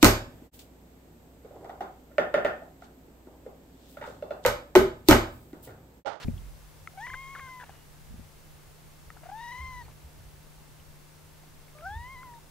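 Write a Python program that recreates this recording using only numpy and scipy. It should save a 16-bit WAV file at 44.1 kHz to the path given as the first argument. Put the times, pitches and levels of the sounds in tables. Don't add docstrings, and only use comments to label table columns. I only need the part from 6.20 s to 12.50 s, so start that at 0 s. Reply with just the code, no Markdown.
import sys
import numpy as np
from scipy import signal
from scipy.fft import rfft, irfft
from scipy.io import wavfile
from scipy.ndimage import uniform_filter1d

SR = 44100
rng = np.random.default_rng(int(sys.argv[2]) if len(sys.argv) > 2 else 0)


def convert_level_to_amplitude(level_db):
    exponent = np.asarray(level_db, float) / 20
    return 10 ** exponent


def transcribe(signal):
    frames = np.atleast_2d(signal).T
    limited = np.clip(frames, -1, 1)
    pcm = np.round(limited * 32767).astype(np.int16)
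    wavfile.write(sys.argv[1], SR, pcm)


N = 277830
T = np.arange(N) / SR


def level(x, db):
    return x * convert_level_to_amplitude(db) / np.sqrt(np.mean(x ** 2))


def pan(x, db):
    return x * convert_level_to_amplitude(np.array([[db], [-db]]) / 2)


def band(lo_hz, hi_hz, channels=1):
    sos = signal.butter(2, [lo_hz, hi_hz], "band", fs=SR, output="sos")
    return level(signal.sosfilt(sos, rng.standard_normal((channels, N))), 0)


def walk(rate):
    k = int(SR / rate)
    smooth = uniform_filter1d(rng.standard_normal(N), k)
    return level(uniform_filter1d(smooth, k), 0)


def gate(rows, edge_s):
    return sum(convert_level_to_amplitude(db) * np.clip(np.minimum(T - start, stop - T) / edge_s + .5, 0, 1)
               for start, stop, db in rows)


def bump(s, width_s):
    return np.exp(-((T - s) / width_s) ** 2)


def warble(rows, drift, rate, edge_s):
    turns = 2 * np.pi * np.cumsum(1 + drift * walk(rate)) / SR
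    return sum(gate([(start, stop, db)], edge_s) * np.sin(hz * turns) for start, stop, db, hz in rows)


def add(out, s, db, pan_db, modes, rise_s):
    t = T[:int(SR * max(t60 for hz, gain_db, t60 in modes))]
    crest_s = 1.8 * rise_s
    ring = sum(convert_level_to_amplitude(gain_db) * np.cos(2 * np.pi * hz * (t - crest_s)) * 1000 ** (-t / max(t60, 1e-3))
               for hz, gain_db, t60 in modes)
    ring = ring * (1 - np.exp(-(t / rise_s) ** 2))
    i = int(s * SR)
    out[:, i:i + len(ring)] += pan(ring * convert_level_to_amplitude(db) / abs(ring).max(), pan_db)[:, :N - i]


# [f/Hz, rms level/dB]
DRIVE_LINES = [(150.7, -60.5), (899.0, -79), (2099, -81.5), (2702, -82), (4500, -89), (5098, -100),
               (5399, -109), (5701, -90), (6002, -88), (6901, -91), (7800, -92)]
# [f/Hz, density/dB per Hz]
HISS_COLOUR = [(100, -6.5), (172, -2.5), (209, -6), (500, -8), (1440, -13.5), (2730, -18), (7850, -20.5),
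               (15500, -22.5)]


def camera():
    (hum_hz, hum_db), *whine = DRIVE_LINES
    hum_turns = np.cumsum(hum_hz * (1 + 0.011 * walk(10.2))) / SR
    hum = convert_level_to_amplitude(hum_db + 0.53 * walk(8.8)) * np.sin(2 * np.pi * hum_turns)
    steady = whine + [(15625, -92)]
    lines = sum(convert_level_to_amplitude(db) * np.sin(2 * np.pi * hz * T + k) for k, (hz, db) in enumerate(steady))
    hz, db = np.transpose(HISS_COLOUR)
    colour = convert_level_to_amplitude(np.interp(np.log(np.fft.rfftfreq(N, 1 / SR) + 1), np.log(hz), db))
    white = rng.standard_normal((2, N)) + 0.54 * rng.standard_normal(N)
    hiss = level(irfft(rfft(white) * colour, N), -55.5)
    return np.sqrt(2) * (pan(hum, 7.5) + pan(lines, 8.5)) + hiss


# [t/s, half length/s, deep level/dB, puff level/dB]
SWELLS = [(.3, 0.18, -53, -81), (0.642, .04, -67, -57), (0.91, 0.056, -69, -54.5), (1.203, .05, -76, -61),
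          (1.952, 0.074, -49, -51.5), (2.29, .05, -62, -75), (3.453, 0.073, -65, -56),
          (3.555, 0.07, -52, -59), (3.698, 0.092, -61, -57.5), (4.027, 0.078, -60, -54.5),
          (5.785, 0.13, -59, -56)]
# [start t/s, stop t/s, level/dB, f/Hz]
GUSTS = [
    (3.40, 3.46, -38, 72.4),
    (3.84, 3.88, -43.5, 75.7),
    (5.708, 5.725, -36.5, 75),
    (5.725, 5.76, -52, 72),
    (5.76, 5.78, -32, 68.3),
    (5.785, 5.82, -39, 79),
]


def wind():
    gusty_db = 3.5
    deep_gain = convert_level_to_amplitude(-62.5 + gusty_db * walk(6.6))
    puff_gain = convert_level_to_amplitude(-64 + gusty_db * walk(25))
    for s, half_s, deep_db, puff_db in SWELLS:
        swell = bump(s, half_s)
        deep_gain = deep_gain + convert_level_to_amplitude(deep_db) * swell
        puff_gain = puff_gain + convert_level_to_amplitude(puff_db) * swell
    deep = band(40.2, 58, channels=2) * deep_gain
    lowest = band(16.2, 28.4, channels=2) * convert_level_to_amplitude(-59 + 2.1 * walk(8.7))
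    puff = level(.5 * band(35.0, 106, channels=2) + band(56.0, 103.4), 0.11) * puff_gain
    return deep + lowest + puff + warble(GUSTS, 0.0558, 24.2, 0.019)


# [t/s, dull level/dB, bright level/dB]
RUB = [
    (0.0, -47, -53),
    (0.038, -49.5, -44.5),
    (0.052, -53, -61),
    (0.06, -57, -60),
]
# [t/s, peak level/dB, f/Hz, left minus right/dB]
TICKS = [
    (0.0303, -37.5, 3270, -3),
    (0.0812, -44, 2370, 5),
    (0.179, -46, 3300, 6),
    (3.6494, -53, 2380, 3),
    (4.5994, -49.5, 3000, 3),
]
# [t/s, shell peak level/dB, shell left minus right/dB, sway peak level/dB]
KNOCKS = [
    (.047, -46, -1, -31),
    (.081, -17.5, 9.5, -48),
    (.1355, -50, 5, -38),
    (1.906, -44.5, 18, -61),
    (1.939, -38, 12, -52),
    (1.992, -38.5, 14, -60),
]
# [f/Hz, level/dB, t60/s]
SHELL_MODES = [(88, -8, .25), (125, -5, .05), (165, -1, .07), (230, 0, .09), (330, -18, .04),
               (430, -15, .06), (560, -13, .06), (680, -16, .04)]
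# [f/Hz, level/dB, t60/s]
SWAY_MODES = [(47.5, 0, 1.0), (90, -6, .6)]
# [t/s, level/dB, t60/s]
TREMOR = (.047, -34, 0.65)


def hands():
    s, dull_db, bright_db = np.transpose(RUB)
    slide = band(280, 1500, channels=2) * convert_level_to_amplitude(np.interp(T, s, dull_db))
    slide = slide + band(1200, 4500, channels=2) * convert_level_to_amplitude(np.interp(T, s, bright_db))
    crosstalk = 0.3 * slide[::-1]
    out = pan((slide + crosstalk) * convert_level_to_amplitude(0.45 * walk(300)) * (T < .048), -2.5)
    for s, db, hz, pan_db in TICKS:
        add(out, s, db, pan_db, [(hz, 0, .02), (0.89 * hz, -5, .015)], .0003)
    for s, shell_db, pan_db, sway_db in KNOCKS:
        shell = np.zeros((2, N))
        add(shell, s, shell_db, pan_db, SHELL_MODES, .0025)
        out += [shell[0], np.roll(shell[1], int(.0007 * SR))]
        add(out, s, sway_db, -5, SWAY_MODES, .003)
    s, db, t60 = TREMOR
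    return out + band(23, 135, channels=2) * convert_level_to_amplitude(db) * (T > s) * 1000 ** (-(T - s) / t60)


# [t/s, peak level/dB, low mode f/Hz, high mode f/Hz, high mode level/dB]
SMACKS = [
    (0.674, -26, 1320, 2120, 2.5),
    (1.494, -35, 780, 1710, -13),
    (2.903, -33, 1286, 1880, 1.5),
    (5.236, -46.5, 760, 2080, -6),
    (5.482, -49, 974, 2200, 19),
    (5.584, -44, 1192, 1560, 7),
    (5.609, -45, 1350, 1470, 2),
    (6.138, -47.5, 950, 1800, 13),
]


def smacks():
    out = np.zeros((2, N))
    spit = band(600, 10500)[0]
    t60, crack_db, crack_s = 0.024, -24, 0.0011
    for s, db, low_hz, high_hz, high_db in SMACKS:
        modes = [(low_hz, 0, t60), (high_hz, high_db, 0.61 * t60),
                 (0.95 * high_hz, high_db - 19.0, 0.8 * t60), (6100, -18, .012)]
        add(out, s, db, 3.5, modes, .00025)
        crack = spit * convert_level_to_amplitude(db + crack_db) * (T > s) * np.exp(-abs(T - s) / crack_s)
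        out = out + pan(crack, 8.5)
    return out


# [t/s, pitch f/Hz, level/dB, mouth opening as overtones over fundamental/dB]
MEOWS = [
    [(0.784, 755, -46.5, -12), (0.806, 848, -45, -6.5), (0.838, 947, -49.5, 8.5), (0.88, 1026, -50, 2),
     (1.0, 1066, -52, 2.5), (1.17, 1096, -51, -2.5), (1.3, 1030, -51, -1.5), (1.42, 992, -50.5, -8.5),
     (1.45, 924, -62, -16)],
    [(3.03, 650, -47, -12), (3.088, 746, -41, -13), (3.136, 835, -43.5, -17), (3.192, 922, -44.5, -4.5),
     (3.31, 969, -47.5, 1.5), (3.424, 1039, -48.5, 2.5), (3.52, 1018, -48.5, -2), (3.616, 954, -49, -2.5),
     (3.64, 910, -56, -6)],
    [(5.611, 601, -55, -4), (5.669, 757, -42, -1), (5.715, 834, -44, -4.5), (5.78, 925, -48, -5),
     (5.93, 1083, -53, 2), (5.975, 996, -53, 0), (6.037, 1030, -52.5, -7.5), (6.09, 970, -51, -15),
     (6.19, 918, -54.5, -29)],
]
# [start t/s, stop t/s, level/dB]
VOICED = [
    (.735, .774, -13),
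    (.775, 1.445, 2.5),
    (3.033, 3.041, -4),
    (3.057, 3.072, -2),
    (3.09, 3.103, -0.8),
    (3.116, 3.628, 2),
    (5.551, 5.584, -1),
    (5.589, 6.19, 2),
]
# [start t/s, stop t/s, level/dB]
HALVED = [(.868, .876, -50), (.942, .948, -44.5), (1.159, 1.168, -54), (1.17, 1.19, -60),
          (1.205, 1.26, -57), (1.265, 1.292, -53), (1.398, 1.44, -54.5)]
# [t/s, width/s, pitch
# jump share, upper overtone dip/dB, dip delay/s]
TWITCHES = [(.737, .01, -.08, -3, 0), (.762, .01, .04, -3, 0), (.869, .0032, .16, -8, .005),
            (.881, .005, -.045, 3, 0), (.899, .0022, .09, -9, .003), (.908, .004, -.02, 0, 0),
            (.937, .004, .12, -12, .005), (.953, .0055, -.045, 4, 0), (1.153, .0031, .095, -10, .0048),
            (1.166, .0058, -.043, 1, 0), (1.198, .0036, .11, -3, .004), (1.283, .008, -.03, -6, 0),
            (3.18, .014, 0, -7, 0), (3.216, .006, .035, -10, .005), (.795, .006, 0, -4, 0),
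            (5.592, .004, 0, -10, 0), (5.615, .007, 0, -12, 0), (5.627, .003, .06, 2, 0),
            (5.664, .011, .035, 2.5, .004), (5.942, .006, .02, 0, 0), (5.965, .01, -.015, 0, 0),
            (6.032, .0025, .08, -2, .0074), (6.04, .008, .025, 0, 0)]
# [t/s, pitch jump share]
FLUTTER = [(3.2, -.03), (3.245, .025), (3.27, -.015), (3.288, .015), (3.302, -.02), (3.325, .045),
           (3.342, -.015), (3.357, .035), (3.372, -.015), (3.385, .03), (3.403, -.025), (3.42, .025),
           (3.47, .012), (3.51, .012), (3.59, .02)]
# [left minus right/dB, high throat resonance start f/Hz, end f/Hz, its level/dB, breath level/dB]
HEAD = [(3.5, 5800, 6600, -19, -19), (4.5, 6000, 5860, -20, -22), (2.5, 5700, 6200, -36, -28)]
# [lips part t/s, start f/Hz, end f/Hz, level over voice/dB, width/Hz]
MOUTH = [(.78, 3170, 3050, -12.5, 445), (3.15, 3380, 3500, -10.5, 950), (5.71, 3380, 3330, -11.5, 630)]
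# [f/Hz, level/dB]
SIDE_THROAT = [(2200, -29), (4950, -27), (9750, -22)]


def fold_motion():
    beats = [(s, .007, share, -85 * max(share, 0), .016) for s, share in FLUTTER]
    moves = TWITCHES + beats
    jump = sum(share * bump(s, width_s) for s, width_s, share, db, lag_s in moves)
    dip_db = sum(db * bump(s + lag_s, width_s) for s, width_s, share, db, lag_s in moves)
    wobble = 1 + jump + .005 * (walk(160) + 0.4 * walk(42))
    sway_db = [(.2, 1.2, .45)[min(k, 3) - 1] * dip_db + min(k - .5, 2.5) * .8 * walk(80)
               for k in range(1, 11)]
    return wobble, sway_db


def voice():
    out = np.zeros((2, N))
    voiced, halved = gate(VOICED, 0.0025), gate(HALVED, 0.0021)
    wobble, sway_db = fold_motion()
    half_db = 1.9 * walk(90)
    haze = band(1300, 3600)[0] + convert_level_to_amplitude(-6) * band(7000, 14000)[0]
    glide_s = 0.018
    closed_share = 0.8
    part_s, tire_db = 0.073, -8
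    high_width_hz = 380
    for rows, head, mouth in zip(MEOWS, HEAD, MOUTH):
        pan_db, start_hz, end_hz, high_db, breath_db = head
        part_at, mouth_start_hz, mouth_end_hz, mouth_db, mouth_width_hz = mouth
        s, *columns = np.transpose(rows)
        now = (T > s[0] - .07) & (T < s[-1] + .01)
        t, ends = T[now], s[[0, -1]]
        hz, level_db, open_db = (np.interp(t, s, column) for column in columns)
        hz = uniform_filter1d(hz, int(glide_s * SR)) * wobble[now]
        phase = 2 * np.pi * np.cumsum(hz) / SR
        effort_db = level_db + closed_share * np.minimum(open_db, 0)
        high_hz = np.interp(t, ends, [start_hz, end_hz])
        mouth_hz = np.interp(t, ends, [mouth_start_hz, mouth_end_hz])
        parted = np.clip((t - part_at) / part_s + .5, 0, 1) * convert_level_to_amplitude(np.interp(t, ends, [0, tire_db]))
        overtone_db = [level_db, level_db + open_db]
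        for k in range(3, 11):
            lift = sum(convert_level_to_amplitude(db) * np.exp(-((k * hz - f) / high_width_hz) ** 2)
                       for f, db in [(high_hz, high_db)] + SIDE_THROAT)
            mouth_lift = convert_level_to_amplitude(mouth_db) * np.exp(-((k * hz - mouth_hz) / mouth_width_hz) ** 2)
            lift = lift + parted * mouth_lift
            overtone_db.append(effort_db + 20 * np.log10(lift + convert_level_to_amplitude(-87)))
        tones = sum(convert_level_to_amplitude(db + sway_db[k - 1][now]) * np.sin(k * phase - k * k)
                    for k, db in enumerate(overtone_db, 1))
        half = np.sin(1.5 * phase) + convert_level_to_amplitude(-18) * np.sin(3.5 * phase) + convert_level_to_amplitude(-13) * np.sin(phase / 2)
        half = convert_level_to_amplitude(half_db[now]) * half
        air = (haze + convert_level_to_amplitude(-5) * band(start_hz - 500, end_hz + 400)[0])[now]
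        air = air * (1 + np.sin(phase)) * convert_level_to_amplitude(effort_db + breath_db)
        sung = voiced[now] * (tones + air) + halved[now] * half
        out[:, now] += pan(-np.sqrt(2) * sung, pan_db)
    return out


# [start t/s, stop t/s, level/dB, f/Hz]
WHISTLES = [
    (.776, .798, -52.5, 2220),
    (1.498, 1.63, -67.5, 2890),
    (3.615, 3.662, -64, 4370),
    (5.65, 5.68, -64, 5400),
    (5.72, 5.74, -69, 5620),
    (5.965, 6.0, -68, 3960),
    (6.14, 6.185, -67, 3730),
]


def whistles():
    return pan(warble(WHISTLES, 0.0048, 37, 0.011), 2.5)


# [start t/s, stop t/s, level/dB]
RASPS = [
    (.865, .885, -55),
    (.932, .955, -52),
    (1.148, 1.21, -54.5),
    (1.395, 1.45, -58.5),
    (1.455, 1.56, -64),
    (3.03, 3.12, -61),
    (3.63, 3.72, -65.5),
    (5.58, 5.63, -68),
]


def rasps():
    return pan(band(530, 2370)[0] * convert_level_to_amplitude(2.3 * walk(170)) * gate(RASPS, .008), 4.1)


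# [t/s, peak
# level/dB, f/Hz]
SKIPS = [(0.868, -38, 1900), (0.87, -34, 1720), (.901, -32, 1700), (0.935, -34, 1830), (0.9398, -29, 1570),
         (0.943, -37.5, 1390), (1.151, -35, 1680), (1.155, -33, 1520), (1.16, -33, 1388),
         (1.194, -36.5, 1820), (1.198, -42, 1460), (1.4, -40, 1650), (1.41, -39, 1640), (1.425, -38, 1560),
         (1.437, -47, 1754), (1.434, -39, 830), (2.966, -44, 754), (2.971, -45, 1410), (2.977, -57, 900),
         (3.682, -44.5, 890), (3.688, -54, 1420), (3.70, -55, 990), (5.586, -47, 2220), (5.609, -54, 2760),
         (6.031, -41.5, 1400)]


def skips():
    out = np.zeros((2, N))
    for s, db, hz in SKIPS:
        add(out, s, db, 3.5, [(hz, 0, .015), (1.1 * hz, -7, .015), (3900, -33, .01)], .0009)
    return out


def cat():
    out = smacks() + voice() + whistles() + rasps() + skips()
    out[0] = np.roll(out[0], shift=-2)
    return out


def scene():
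    return camera() + wind() + hands() + cat()


def band_limit(x):
    return signal.sosfilt(signal.butter(12, 16180, fs=SR, output="sos"), x)


def record(dry):
    top_hz = 15745
    passed = np.fft.rfftfreq(N, 1 / SR) < top_hz
    mix = irfft(rfft(dry) * passed, N)
    return band_limit(mix)


dry = scene()
out = record(dry)
transcribe(out)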